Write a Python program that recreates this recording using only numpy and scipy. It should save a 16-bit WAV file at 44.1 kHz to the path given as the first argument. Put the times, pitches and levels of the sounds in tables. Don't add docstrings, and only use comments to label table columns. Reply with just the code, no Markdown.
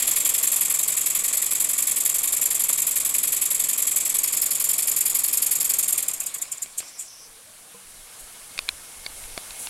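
import sys
import numpy as np
from scipy import signal
from scipy.fft import rfft, irfft, next_fast_len
from scipy.io import wavfile
from scipy.ndimage import uniform_filter1d, map_coordinates

SR = 44100
rng = np.random.default_rng(int(sys.argv[2]) if len(sys.argv) > 2 else 0)


def dump(signal):
    limited = np.clip(np.atleast_2d(signal).T, -1, 1)
    pcm = np.round(limited * 32767).astype(np.int16)
    wavfile.write(sys.argv[1], SR, pcm)


def level_to_linear(level):
    exponent = np.asarray(level, float) / 20
    return 10 ** exponent


N = 427326
TIME_S = np.arange(N) / SR

STROKES = [(-.03, .31), (.44, .86)]
# shut/dB, peak/dB, after blow-down/dB, push-out end/dB
FRAME_JET = [(-10, -2.9, -0.5, -5), (-8.5, -2.5, -4, -7)]
FRAME_LAG = (0.084, 3.8, 0)
KICK_TURNS = 0.066
FULL_SPEED = 11
FRAME_DB = -37
HAND_START_S, HAND_THERE_S = 3.5, 4.3


def unit(x):
    return x / np.sqrt(np.mean(x ** 2) + 1e-20)


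def curves(rows, at=None):
    s, *cols = np.transpose(rows)
    return [np.interp(TIME_S if at is None else at, s, c) for c in cols]


def ramp(start_s, end_s):
    return np.clip((TIME_S - start_s) / (end_s - start_s), 0, 1)


def wobble(rate_hz):
    coarse = np.arange(0, N + 8, 8)
    knots = rng.standard_normal(int(N * rate_hz / SR) + 4)
    return np.interp(np.arange(N), coarse, map_coordinates(knots, [coarse * rate_hz / SR]))


def filtered(x, response):
    m = next_fast_len(N + SR // 2)
    return irfft(rfft(x, m) * response(np.fft.rfftfreq(m, 1 / SR)), m)[:N]


def hiss(spectrum, patchy_db):
    z = signal.stft(rng.standard_normal(N + 512), nperseg=256)[2]
    field = uniform_filter1d(rng.standard_normal(z.shape), size=4, axis=0)
    field = uniform_filter1d(field, size=12, axis=1)
    patchy = signal.istft(z * level_to_linear(patchy_db * unit(field)), nperseg=256)[1][:N]
    f, db = np.transpose(spectrum)
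    return unit(filtered(patchy, lambda hz: level_to_linear(np.interp(np.log(hz + 1), np.log(f + 1), db))))


def ring(hz, t60_s, t):
    return level_to_linear(-60 * t / t60_s) * np.sin(2 * np.pi * hz * t)


def crank_speed():
    # t/s, speed/(turns/s)
    speed_rows = [
        (0, 11.162),
        (3.5, 10.973),
        (5.72, 10.953),
        (5.95, 10.261),
        (6.55, 4.515),
        (7.1, .682),
        (7.4, 0),
    ]
    return curves(speed_rows)[0]


def port(turns, jet, lag):
    crack_turns, blow_turns, shut_turns = 0.031, 0.081, 0.072
    rise_turns, under_db, kick_db = lag
    knots = []
    for (opens, shuts), (shut, peak, blown, end), after in zip(STROKES, jet, jet[::-1]):
        peak_at = opens + rise_turns
        knots += [(opens, shut), (opens + crack_turns, peak - under_db), (peak_at, peak)]
        knots += [(peak_at + blow_turns, blown), (shuts - KICK_TURNS, end)]
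        knots += [(shuts, end + kick_db), (shuts + shut_turns, after[0] + 2)]
    return np.interp(turns, *np.transpose(knots), period=1)


def vibration(level_db, slows):
    settle_db, settle_s, sag_db_per_s = 3, 0.31, 0.3553
    jolt_s, jolt_db, jolt_t60_s = 6.805, -47, 0.73
    steady_db = level_db + settle_db * np.exp(-TIME_S / settle_s) - sag_db_per_s * TIME_S
    steady = level_to_linear(steady_db) * (crank_speed() / FULL_SPEED) ** slows
    lurch_db = jolt_db + level_db - FRAME_DB + 4.5 - 60 * np.abs(TIME_S - jolt_s) / jolt_t60_s
    return np.hypot(steady, level_to_linear(lurch_db) * (TIME_S > jolt_s))


def echo(x, delay_ms):
    return map_coordinates(x, [np.arange(N) - delay_ms * SR / 1000])


def surroundings(x):
    # delay/ms, level/dB
    tiles = [
        (1.3, -11),
        (2.3, -12),
    ]
    hand_db, far_ms, near_ms = -10, .76, .58
    close = ramp(HAND_START_S, HAND_THERE_S)
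    near = sum(level_to_linear(db) * echo(x, ms + 0.089 * wobble(0.816)) for ms, db in tiles)
    hand = level_to_linear(hand_db) * close * echo(x, far_ms + (near_ms - far_ms) * close)
    return level_to_linear(-1.0) * (x + near + hand)


def boiler_hiss(gain_db):
    # f/Hz, level/dB
    boiler = [(2500, -36), (4000, -43), (5500, -18.5), (7000, -9.5), (8500, -6.5), (9500, -3.5),
              (11000, -7), (12400, -11.5), (13000, -18), (15700, -22)]
    # t/s, length/s, level/dB
    spurt_rows = [
        (8.19, .02, -42),
        (9.045, .012, -52),
        (9.168, 0.095, -45),
        (9.587, 0.078, -36),
    ]
    boiler_db, supply_db, supply_ends_s, supply_db_per_s = -50, -44.5, 6, 27.5
    spurts = np.zeros(N)
    for s, length_s, db in spurt_rows:
        edges = np.minimum((TIME_S - s) / 0.0054, (s + length_s - TIME_S) / 0.014 + 1)
        spurts += level_to_linear(db) * np.clip(edges, 0, 1)
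    supply = level_to_linear(supply_db - supply_db_per_s * np.maximum(TIME_S - supply_ends_s, 0))
    steady = np.hypot(level_to_linear(boiler_db + gain_db), supply)
    return np.hypot(steady * level_to_linear(.3 * wobble(12)), spurts) * hiss(boiler, patchy_db=.4)


def hand_rumble(lumpy):
    # f/Hz, level/dB
    rumble = [(8, -13), (20, -1), (50, -18), (75, -17), (100, -29), (200, -58)]
    # t/s, level/dB
    grip_rows = [(7.28, -59), (7.55, -69), (7.85, -53), (7.97, -57), (8.2, -54), (8.4, -60), (8.56, -50),
                 (8.69, -45), (8.92, -53), (9.05, -48), (9.14, -56), (9.2, -53), (9.28, -52), (9.46, -50.5),
                 (9.63, -58)]
    shaken_db, still_db, grip_rise_s = -62, -73, 0.038
    grips = np.zeros(N)
    for s, db in grip_rows:
        u = np.maximum(TIME_S - s, 0) / grip_rise_s + 1e-9
        grips += level_to_linear(db) * u * np.exp(1 - u)
    floor = level_to_linear(shaken_db) * (crank_speed() / FULL_SPEED) ** 2 + level_to_linear(still_db)
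    return np.hypot(floor, grips) * level_to_linear(1.6 * lumpy * wobble(16)) * hiss(rumble, patchy_db=1.5)


def background():
    # t/s, gain/dB
    gain_rows = [(0, -15), (6, 5.5), (6.4, 2), (7, 1), (7.6, 1.5), (8.2, 5), (9, 6.5), (9.65, 10)]
    # f/Hz, level/dB
    room = [(53, -20), (90, -4), (430, -8), (461, -3), (531, -5), (781, -3), (1090, -6), (1470, -3.5),
            (2020, -6.5), (2200, -4.5), (2490, -5), (6000, -6), (7800, -13), (13200, -120)]
    room_db = -54
    gain_db = curves(gain_rows)[0]
    lumpy = ramp(6.7, 8.6)
    drive = hiss([(2050, -51), (2130, -5), (2180, -2), (2260, -49)], patchy_db=0.0)
    whine = level_to_linear(-13.0) * lumpy * drive
    air = level_to_linear(room_db + gain_db) * (hiss(room, patchy_db=1.35) + whine)
    return boiler_hiss(gain_db) + air + hand_rumble(lumpy)


def housing():
    # t/s, snap/dB, ring f/Hz, ring/dB, thud/dB
    ticks = [(6.455, -31, 2260, -35, -57), (6.6603, -33, 2290, -38, -38), (6.8036, -27, 2220, -33, -29.5),
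             (8.578, -18, 2160, -27, -39), (8.5898, -8, 2580, -43, -24.5), (8.683, -30, 2380, -26, -50),
             (8.6894, -7.5, 4060, -16, -33), (9.0632, -17, 4560, -20, -28), (9.065, -29, 2240, -20.5, -51),
             (9.2198, -36, 3020, -45, -42), (9.239, -28, 2230, -33, -55), (9.377, -16, 1140, -26, -17.5),
             (9.507, -24, 4450, -36, -50), (9.671, -18.5, 895, -29, -40)]
    # f/Hz, level/dB
    snap_modes = [(1000, -11), (1600, -9), (2500, 5), (3500, 4.5), (4400, 7), (5400, -3), (6500, -4),
                  (8000, -6), (9700, 3)]
    snap_t60_s, crack_db, crack_t60_s = 0.0084, -13, .012
    shell_hz, shell_db, shell_t60_s = 410, -7, 0.0092
    out, t = np.zeros(N + SR), np.arange(SR // 10) / SR
    give = 1 - np.exp(-t / .0005)
    for s, db, hz, ring_db, thud_db in ticks:
        snap = np.zeros(len(t))
        for k, (f, level_db) in enumerate(snap_modes):
            level = level_to_linear(level_db + rng.normal(0, 1.5))
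            snap += (-1) ** k * level * ring(f * (1 + rng.normal(0, .05)), snap_t60_s * (3500 / f) ** .5, t)
        snap *= give
        grit = 4 * np.gradient(uniform_filter1d(rng.standard_normal(len(t)), size=4))
        snap = snap + np.abs(snap).max() * level_to_linear(crack_db - 60 * t / crack_t60_s) * grit * give
        snap = unit(snap)
        tail = level_to_linear(ring_db) * ring(hz, 0.014, t) * give
        thud = level_to_linear(thud_db) * ring(650, .012, t) * (1 - np.exp(-t / .0009))
        shell = level_to_linear(thud_db + shell_db) * ring(shell_hz, shell_t60_s, t)
        out[round(s * SR):][:len(t)] += level_to_linear(db) * snap / np.abs(snap).max() + tail + thud + shell
    start_s, end_s, drag_db = 9.043, 9.063, -48
    drag = level_to_linear(drag_db) * ramp(start_s, start_s + .004) * (1 - ramp(end_s, end_s + .006))
    return out[:N] + drag * hiss([(3200, -28), (3900, -3), (5000, 0), (5800, -30)], patchy_db=-1)


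def spindle_leak():
    start_s, end_s, level_db = 6.79, 7.3, -49
    dip_s, dip_half_s, dip_db = 7.04, .05, 5
    falter_db = dip_db * np.exp(-((TIME_S - dip_s) / dip_half_s) ** 2)
    gate = ramp(start_s, start_s + .05) * (1 - ramp(end_s - .05, end_s + .01))
    whistle = hiss([(4300, -30), (5150, -2), (5600, 0), (6300, -2), (6900, -40)], patchy_db=1.3)
    return gate * level_to_linear(level_db - falter_db + 1.5 * wobble(25)) * whistle


def lever():
    # t/s, peak/dB, t60/s
    tap = [
        (7.745, -34.5, 0.38),
    ]
    # f/Hz, level/dB
    tap_modes = [(195, -3), (480, 4.5), (1020, 4)]
    start_s, rises_s, end_s, level_db = 7.17, 7.38, 7.72, -61.5
    squeak_hz, squeak_hz_per_s = 466, 1050
    hz = squeak_hz + squeak_hz_per_s * (end_s - rises_s) * ramp(rises_s, end_s) + 50 * wobble(90)
    gate = ramp(start_s, start_s + .05) * (1 - ramp(end_s - .04, end_s))
    squeak = gate * level_to_linear(level_db + 3 * wobble(30)) * np.sin(2 * np.pi * np.cumsum(hz) / SR)
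    out, t = np.zeros(N + SR), np.arange(SR // 4) / SR
    for s, db, t60_s in tap:
        modes = sum(level_to_linear(mode_db) * ring(f, t60_s * 300 / (f + 100), t) for f, mode_db in tap_modes)
        out[round(s * SR):][:len(t)] += level_to_linear(db - 15.5) * modes
    return out[:N] + squeak


def bearing_knocks(turns):
    # angle/turns, level/dB
    knock_rows = [(.155, 12), (0.279, -1.5), (0.369, 0), (.58, 5.5), (.775, 7), (.8, 4.5), (0.841, 2.5)]
    # f/Hz, width/Hz, level/dB
    board = [(158.7, 48, -3.5), (263, 80, -9.5), (412, 48, -8), (465.2, 22, 2.5), (612, 106, -2),
             (962, 24, 2), (1134, 86, 3.5), (1500, 410, -9.5)]
    blows = np.zeros(N)
    for angle, db in knock_rows:
        at = np.flatnonzero(np.diff(np.floor(turns - angle)))
        chance = rng.standard_normal((100, 2))[:len(at)]
        late = np.abs(7 * chance[:, 0]).astype(int)
        blows[at + late] += level_to_linear(db + 2.1 * chance[:, 1])

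    def wood(f):
        total = 0
        for k, (c, w, db) in enumerate(board):
            total = total + (-1) ** k * level_to_linear(db) * 1j * f * w / (c * c - f * f + 1j * f * w)
        return total

    return unit(filtered(blows, wood))


def generator_hum(turns):
    # f/Hz, level/dB
    hum_rows = [(154, -62), (232, -65), (264, -61.5), (388, -60.5), (465, -68), (490, -72)]
    # multiple of crank speed, level/dB
    shake = [(2, -76), (3, -89), (4, -74), (6, -68.5), (9, -84), (11, -70.5), (12, -75), (16, -65)]
    hum = np.zeros(N)
    for hz, db in hum_rows:
        hum += level_to_linear(db + 1.2 * wobble(4.72)) * np.sin(2 * np.pi * hz * TIME_S + .5 * wobble(11))
    for k, db in shake:
        hum += level_to_linear(db + 1.8 * wobble(3.4)) * np.sin(2 * np.pi * k * turns)
    return hum * np.clip((np.gradient(turns) * SR - 9.5) / 0.65, 0, 1)


def machinery(turns):
    # f/Hz, level/dB
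    whirr_spectrum = [(60, -40), (100, -15), (150, -7.5), (205, -11.5), (300, -3.5), (430, -13), (470, -6),
                      (520, -12), (600, -3.5), (880, -7.5), (1130, -3.5), (1310, -9.5), (1700, -13),
                      (2300, -38)]
    # t/s, level/dB
    coasting_rows = [(5.9, -65), (6.1, -66), (6.55, -60), (6.7, -69)]
    whirr_db, whirr_slows = -46.5, 1.26
    bearings = hiss([(950, -40), (1070, -7), (1130, -8), (1250, -36)], patchy_db=-2.0)
    coasting = level_to_linear(curves(coasting_rows)[0]) * bearings
    pulse_db = -3.0 + 0.24 * port(turns, FRAME_JET, FRAME_LAG) + 2.5
    whirr = level_to_linear(pulse_db) * hiss(whirr_spectrum, patchy_db=1.5)
    shaken = vibration(whirr_db, whirr_slows) * (level_to_linear(-5.0) * bearing_knocks(turns) + whirr)
    return shaken + generator_hum(turns) + coasting


def rundown_puffs():
    puff_rows = [(5.79, -18.5), (5.884, -27), (5.93, -18), (5.982, -18.5), (6.03, -20), (6.085, -18.5),
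                 (6.139, -23), (6.205, -20), (6.266, -20.5), (6.346, -23), (6.421, -21.5), (6.522, -22.5),
                 (6.627, -21.5), (6.786, -20.5), (7.004, -27.5)]
    rise_at_full_s, slows = 0.005, 0.83
    speed = crank_speed()
    puffs, t = np.zeros(N), np.arange(SR // 5) / SR
    for s, db in puff_rows:
        rise_s = rise_at_full_s * (FULL_SPEED / speed[round(s * SR)]) ** slows
        puffs[round((s - rise_s) * SR):][:len(t)] += level_to_linear(db) * (t / rise_s * np.exp(1 - t / rise_s)) ** 3.8
    return puffs


def shaken_frame(frame_db, puffs, stroke, spit):
    # f/Hz, level/dB
    frame_spectrum = [(880, -36), (1500, -9), (1640, -13.5), (1730, -5), (2090, -2.5), (2260, 1),
                      (2590, -1), (2930, -4.5), (3280, 0), (4000, -4), (5190, -2.5), (5640, -8),
                      (6200, -11.5), (8060, -13), (13600, -120)]
    kick_db, rattle_db, rattle_s = -24.5, -37.5, .6
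    shaking = vibration(FRAME_DB, 1)
    slow = ramp(6.05, 6.25)
    pulsed = unit(level_to_linear(1.38 * frame_db + 0.4 * stroke[0] + .3 * spit) * hiss(frame_spectrum, patchy_db=0.6))
    bed = 0.63 * shaking + level_to_linear(kick_db) * np.roll(puffs, 300)
    frame = (1 - slow) * shaking * pulsed + slow * bed * hiss(frame_spectrum, patchy_db=3.5)
    plate_hiss = hiss([(2900, -34), (3250, 2), (3700, -7), (4100, -14)], patchy_db=0)
    plate = unit(level_to_linear(1.2 * frame_db) * plate_hiss)
    return frame + level_to_linear(rattle_db) * np.exp(-TIME_S / rattle_s) * plate


def cupped_hand(frame_db):
    cavity = hiss([(3800, -36), (4500, -1.5), (5000, -5), (5400, -0.5), (5900, -31)], patchy_db=1)
    hollow = unit(level_to_linear(2.9 * frame_db) * cavity)
    return hollow * level_to_linear(-42.5) * ramp(HAND_START_S, HAND_THERE_S) ** 2 * (crank_speed() / FULL_SPEED) ** 13.0


def exhaust(turns):
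    # t/s, exhaust level/dB
    steam = [(0, -16), (5.95, -16), (6.1, -23), (6.38, -28), (6.56, -33.5), (6.9, -39), (7.07, -41),
             (7.15, -68)]
    # t/s, level/dB
    aim = [(0, 0), (.5, .5), (1, -2), (2, 0), (3.5, 0), (4, -2), (4.5, 1), (5.4, 2), (5.8, 0.5)]
    # f/Hz, level/dB
    pipe_spectrum = [(4500, -53), (5700, -21), (6200, -18), (6700, -10), (7050, -6), (7400, -0.5),
                     (7750, -1.5), (8100, -4), (8400, -9), (8900, -5.5), (9300, -11.5), (9900, -46),
                     (11000, -58)]
    # f/Hz, level/dB
    nozzle_spectrum = [(8000, -53), (9000, -22), (9600, -3.5), (10000, -1.5), (10450, -7), (10900, 1),
                       (11350, 2), (11900, -2), (12250, -2.5), (12900, -12), (13700, -20), (14400, -7.5),
                       (15500, -25.5), (16200, -40)]
    # shut/dB, peak/dB, after blow-down/dB, push-out end/dB
    pipe_jet = [
        (-21, -4, -3.5, -9),
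        (-18.5, -1.5, -6.5, -11),
    ]
    nozzle_jet = [
        (-23, 0.26, -5, -6.5),
        (-19.5, -1.1, -7, -16.5),
    ]
    pipe_lag, nozzle_lag = (0.1, 2.2, 3.7), (0.068, 11, 2.4)
    steep, steep_per_s, nozzle_fades, squeeze_db = 0.97, 0.048, 0.47, 6
    steam_db = curves(steam)[0]
    depth = steep + steep_per_s * TIME_S
    share_db = curves(aim)[0] + nozzle_fades * (steam_db - steam[0][1])
    pipe_db = port(turns, pipe_jet, pipe_lag)
    nozzle_db = port(turns, nozzle_jet, nozzle_lag)
    frame_db = port(turns, FRAME_JET, FRAME_LAG)
    squeeze = np.exp(-((turns % 1 - STROKES[0][1]) / KICK_TURNS * 2) ** 2)
    pipe_db = pipe_db + squeeze_db * ramp(5.9, 6.1) * squeeze
    stroke = rng.standard_normal((200, 2))[(2 * turns + .15).astype(int)].T
    spit = 1.5 * wobble(700) + 0.8 * wobble(130)
    puffs = rundown_puffs()

    def flow(db):
        return np.hypot(level_to_linear(steam_db + depth * db), puffs)

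    pipe = level_to_linear(-2.5 + .4 * stroke[0]) * flow(pipe_db) * hiss(pipe_spectrum, patchy_db=.6)
    nozzle_gain = level_to_linear(-1.5 + share_db + .3 * stroke[0] + .3 * stroke[1])
    nozzle = nozzle_gain * flow(nozzle_db) * hiss(nozzle_spectrum, patchy_db=.6)
    jet = surroundings(level_to_linear(spit) * (pipe + nozzle))
    return jet + shaken_frame(frame_db, puffs, stroke, spit) + cupped_hand(frame_db)


def scene():
    start_turn = .225
    turns = start_turn + np.cumsum(crank_speed()) / SR
    mix = background() + housing() + spindle_leak() + lever() + machinery(turns) + exhaust(turns)
    return mix[None]


def roll_off(x):
    return signal.sosfilt(signal.butter(12, 16810, fs=SR, output="sos"), x)


def record(dry):
    top_hz = 15850
    mix = filtered(dry[0], lambda hz: hz < top_hz)[None]
    return roll_off(mix)


dry = scene()
out = record(dry)
dump(out)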